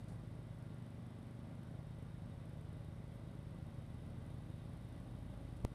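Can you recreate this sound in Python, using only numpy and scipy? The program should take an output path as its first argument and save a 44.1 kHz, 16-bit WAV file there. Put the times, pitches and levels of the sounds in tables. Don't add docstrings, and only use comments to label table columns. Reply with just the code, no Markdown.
import sys
import numpy as np
from scipy import signal
from scipy.fft import rfft, irfft
from scipy.io import wavfile

SR = 44100
rng = np.random.default_rng(int(sys.argv[2]) if len(sys.argv) > 2 else 0)


def waveform_to_disk(signal):
    frames = np.transpose(np.atleast_2d(signal))
    scaled = np.clip(frames, -1, 1) * 32767
    samples = np.round(scaled).astype(np.int16)
    wavfile.write(sys.argv[1], SR, samples)


N = 253134

# pitch_hz, level_db_per_hz
ROOM_AIR = [(400, -108), (1200, -105), (2050, -107), (2600, -110.7), (3750, -111), (4200, -115.2),
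            (5600, -118.6), (6200, -122.5), (7200, -124.5), (8200, -120), (9300, -119), (11000, -124),
            (12300, -124.5), (13000, -134)]
# pitch_hz, level_db
HUM_TONES = [(120, -55.4), (340, -74), (360, -81), (388, -86), (436, -81.5), (510, -81), (557.6, -74.2),
             (566, -81.5), (669, -83), (726, -86), (826, -81), (920, -86.5), (946, -86.5), (1043, -86.5),
             (1115, -84.7), (1400, -88), (2007, -84.8), (2230, -94), (4404, -101)]
# pitch_hz, width_hz, level_db
CASING_RINGS = [(432, 18, -81.5), (1407, 16, -85.6), (1532, 28, -85.6), (1947, 17, -88.3), (2110, 30, -94)]
# pitch_hz, width_hz, level_db
WHINE_RINGS = [(3010, 40, -96.5), (3156, 40, -97), (3480, 30, -94), (3725, 32, -89.5), (3796, 35, -95.5)]
# peak_s, level_db_per_hz, fade_s, brightness_db_per_octave
HAND_RUSTLES = [(0.0, -111, 0.019, -3), (.080, -106, 0.032, -3), (.121, -109.5, .022, 0),
                (3.135, -116.5, .035, 15), (4.015, -118, .012, 15), (5.563, -108, 0.014, 1)]
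# pitch_hz, gain_db
FINGER_COLOUR = [(2000, -16), (4000, -4), (5500, -4.5), (7000, -6), (8500, 0), (10300, 1), (11600, -9),
                 (15000, -16)]
# pitch_hz, width_hz, level_db
OPENING_RINGS = [(820, 330, -36), (1830, 380, -40.5)]
# pitch_hz, level_db_per_hz
SPRAY_COLOUR = [(1000, -135), (2800, -114.5), (4000, -117), (7000, -131), (9000, -123), (12000, -127),
                (14500, -134)]
# pitch_hz, relative_level_db
CHURN_COLOUR = [(15, -96), (30, -96), (57, -80), (68, -83), (85, -77.5), (102, -74), (128, -78.5),
                (144, -81), (172, -74), (195, -78), (208, -85), (222, -81.5), (238, -85), (268, -83),
                (298, -85.5), (317, -80.5), (350, -96.5), (420, -89.3), (480, -93.5), (620, -88.3),
                (668, -92), (690, -98), (740, -92.3), (870, -97.7), (900, -96.5), (1050, -100.5),
                (1200, -97.5), (1290, -107), (1500, -107), (8000, -150)]
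# pitch_hz, relative_level_db
TICK_COLOUR = [(3000, -120), (5200, -116), (7200, -122), (8300, -110), (9500, -108), (11200, -114),
               (12300, -112), (13200, -127), (14000, -124), (15000, -129)]
# pitch_hz, relative_level_db, change_db_per_s
TICK_PINGS = [(8220, -106, -1), (9100, -103.5, 2.1), (9570, -108, -2)]
# near_s, extra_db
HARD_FIRINGS = [(.624, 4), (1.064, 3.5), (1.308, 2), (1.631, 6), (2.024, 3.5), (2.453, 3), (2.493, 5),
                (2.728, 3), (2.767, 2.5), (2.846, 3.5), (3.351, 1), (4.063, 3), (4.262, 4), (4.302, 4),
                (4.501, 3), (4.617, 0), (4.733, 3), (4.771, 3), (4.924, 1), (4.962, 3), (4.999, 3)]
# after_firing_s, share_of_tick
VALVE_CLICKS = [(0.014, 0.3), (.0245, 0.27)]
# deepest_s, half_length_s, slowdown_hz (negative for thin snow)
SNOW_DRIFTS = [(1.196, .556, 1.387), (2.56, .429, .427), (4.076, .564, .951), (5.154, .463, -.822)]
# pitch_hz, width_hz, relative_level_db, full_throttle_extra_db
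PANE_RINGS = [(53.6, 2.2, 5.8, -6), (80.5, 2.6, .3, 1.5), (102.7, 8.8, 2.4, 1), (125.9, 14, -4.2, 1),
              (152, 6.4, 5.8, -.5), (173.2, 3.6, -3.4, 0), (221.9, 8.4, -5.3, 5.3), (252, 7, -11, 1),
              (266.5, 3.4, -4.5, -2), (272, 5, -22, 16.5), (293, 4, -16, -3), (305, 5, -14.5, 0),
              (319, 4, -19, 0), (600, 120, -12, 0)]


def undb(db):
    return 10 ** (np.asarray(db) / 20)


def level(x, db):
    return x * undb(db) / np.sqrt(np.mean(x ** 2))


def clock():
    return np.arange(N) / SR


def hump(peak_s, half_s):
    return np.exp(-((clock() - peak_s) / half_s) ** 2)


def hiss():
    return rng.standard_normal(N) * np.sqrt(SR / 2)


def coloured(points, source=None):
    hz, db = np.transpose(points)
    bins_hz = np.arange(N // 2 + 1) * SR / N
    source = hiss() if source is None else source
    curve_db = np.interp(np.log(bins_hz + 1e-9), np.log(hz), db)
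    return irfft(rfft(source) * undb(curve_db), N)


def ring(x, hz, width_hz):
    return signal.lfilter(*signal.iirpeak(hz, hz / width_hz, fs=SR), x + 1e-18)


def soften(x, hz, order=2):
    return signal.sosfilt(signal.butter(order, hz, fs=SR, output="sos"), x + 1e-18)


def wander(rate_hz):
    bins_hz = np.arange(N // 2 + 1) * SR / N
    return level(irfft(rfft(rng.standard_normal(N)) * np.exp(-(bins_hz / rate_hz) ** 2), N), 0)


def appliance(waver=0.000704, flutter_db=2.0):
    out = coloured(ROOM_AIR)
    for hz, db in HUM_TONES:
        angle = 2 * np.pi * (rng.random() + np.cumsum(hz * (1 + waver * wander(6.34))) / SR)
        wobble_db = flutter_db * min(hz / 800, 1) * wander(9.6)
        out += level(np.sin(angle) * undb(wobble_db), db)
    for hz, width, db in CASING_RINGS:
        out += level(ring(ring(hiss(), hz, 2 * width), hz, 2 * width), db)
    return out


def whine(growth_db=2., waver=.003, flutter_db=1.8):
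    out = 0
    for hz, width, db in WHINE_RINGS:
        angle = 2 * np.pi * np.cumsum(hz * (1 + waver * wander(5.04))) / SR
        rough = wander(width) * np.sin(angle) + wander(width) * np.cos(angle)
        out += level(rough * undb(flutter_db * wander(14)), db)
    return out * undb(growth_db * clock() * SR / N)


def whistle(pitches_hz=(10379, 10417), wander_hz=4, floor=.3):
    tones = sum(np.sin(2 * np.pi * np.cumsum(hz + wander_hz * wander(11)) / SR) for hz in pitches_hz)
    return level(tones, -94) * (floor + hump(peak_s=4.7, half_s=1.2))


def far_motor(shaft_hz=41.2, light_db=-72, working_db=-60.5, work_s=1.5, rise_s=.37, strain_db=5.5):
    work = np.clip((clock() - work_s) / rise_s, 0, 1)
    db = light_db + (working_db - light_db) * work + strain_db * hump(peak_s=4.05, half_s=.36)
    angle = 2 * np.pi * np.cumsum(shaft_hz + .24 * wander(1.93)) / SR
    drone = np.sin(2 * angle) + undb(-6) * np.sin(angle)
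    return np.sqrt(2) * undb(db + wander(2.4)) * drone


def hand_rustles(rise_s=.005, pivot_hz=9000):
    out = np.zeros(N)
    for peak_s, db, fade_s, tilt_db in HAND_RUSTLES:
        age = clock() - peak_s
        swell = np.clip(age / rise_s, 0, 1) * np.exp(-abs(age) / fade_s)
        colour = [(hz, gain_db + tilt_db * np.log2(hz / pivot_hz)) for hz, gain_db in FINGER_COLOUR]
        out += swell * undb(db) * coloured(colour)
    return out


def microphone_pop(pop_s=5.6498, build_s=.0063, settle_s=.0025):
    age = clock() - pop_s
    push = undb(-29.5) * np.sqrt(np.clip(1 + age / build_s, 0, 1))
    rebound = -undb(-25.5) * np.exp(-abs(age) / settle_s)
    thud = soften(np.where(age < 0, push, rebound), hz=1000, order=3)
    release = np.diff(1. * (age >= 0), prepend=0)
    snap = soften(undb(-26) * release, hz=10500, order=3)
    hollow = sum(undb(db) * np.sin(2 * np.pi * hz * age) * np.exp(-np.pi * width * abs(age))
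                 for hz, width, db in OPENING_RINGS)
    return thud + snap - hollow * (age >= 0)


def snow_spray(grains_per_s=1200, scatter_db=4, approach_s=2.85, rise_s=2.1, far_gain=.37):
    grains = (rng.random(N) < grains_per_s / SR) * rng.choice([-1, 1], N)
    sizes = undb(scatter_db * np.clip(rng.standard_normal(N), -2, 2))
    patter = level(grains * sizes, 0) * np.sqrt(SR / 2)
    nearness = far_gain + (1 - far_gain) * np.clip((clock() - approach_s) / rise_s, 0, 1)
    return coloured(SPRAY_COLOUR, patter) * nearness


def auger(age, surge=.14, surge_s=.0051, gain_db=-2.5):
    return coloured(CHURN_COLOUR) * (1 + surge * np.exp(-age / surge_s)) * undb(gain_db + wander(9))


def engine_speed(usual_hz=25.901):
    return usual_hz - sum(slowdown_hz * hump(s, half_s) for s, half_s, slowdown_hz in SNOW_DRIFTS)


def firings(wait_cycles=.065, scatter_db=.7, rebound=.4):
    rate_hz = engine_speed()
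    cycles = np.cumsum(rate_hz) / SR + 1 - wait_cycles
    chance = rng.standard_normal(N // 100)
    burn = chance - rebound * np.roll(chance, 1)
    strength = undb(2 * scatter_db * np.tanh(burn / 2))
    return cycles.astype(int), cycles % 1 / rate_hz, strength


def engine_ticks(cycle, age, scatter_db=1.2, rise_s=.0007, fade_s=.0042, ping_gain_db=-1):
    def tick(since_s):
        return (1 - np.exp(-since_s / rise_s)) * np.exp(-since_s / fade_s)

    size, *ping_sizes = undb(scatter_db * rng.standard_normal((N // 100, 4))).T
    firing_s = clock() - age
    for near_s, extra_db in HARD_FIRINGS:
        size[cycle[np.argmin(abs(firing_s - near_s))]] = undb(extra_db)
    sizzle = coloured(TICK_COLOUR)
    from_middle_s = clock() - N / SR / 2
    for (hz, db, db_per_s), ping_size in zip(TICK_PINGS, ping_sizes):
        ping = ring(ring(hiss(), hz, width_hz=370), hz, width_hz=270)
        sizzle += ping * undb(ping_gain_db + db + db_per_s * from_middle_s) * ping_size[cycle]
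    nearness = undb(np.linspace(-1, -.5, N))
    valves = sum(share * tick(np.maximum(age - delay_s, 0)) for delay_s, share in VALVE_CLICKS)
    return sizzle * nearness * (size[cycle] * tick(age) + valves)


def exhaust(cycle, strength, soft_hz=390, full_throttle_drop_hz=.59, flex_hz=240, level_db=-52.5):
    pulses = np.diff(cycle, prepend=cycle[0]) * strength[cycle]
    rate_hz = engine_speed()
    lead_in = np.tile(pulses[:int(SR / rate_hz[0])], 10)
    puffs = soften(np.r_[lead_in, pulses], soft_hz, order=4)
    throttle = np.clip((np.median(rate_hz) - rate_hz) / full_throttle_drop_hz, 0, 1)
    thumps = 0
    for hz, width, db, extra_db in PANE_RINGS:
        direction = np.sign(flex_hz - hz)
        thumps += direction * undb(db + extra_db * throttle) * ring(puffs, hz, width)[-N:]
    return -level(thumps, level_db)


def scene():
    cycle, age, strength = firings()
    snowblower = exhaust(cycle, strength) + auger(age) + snow_spray() + engine_ticks(cycle, age)
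    background = far_motor() + appliance() + whine() + whistle()
    handling = hand_rustles() + microphone_pop()
    return (snowblower + background + handling)[None]


def record(dry):
    return signal.sosfilt(signal.ellip(10, .2, 70, 15150, fs=SR, output="sos"), dry)


dry = scene()
out = record(dry)
waveform_to_disk(out)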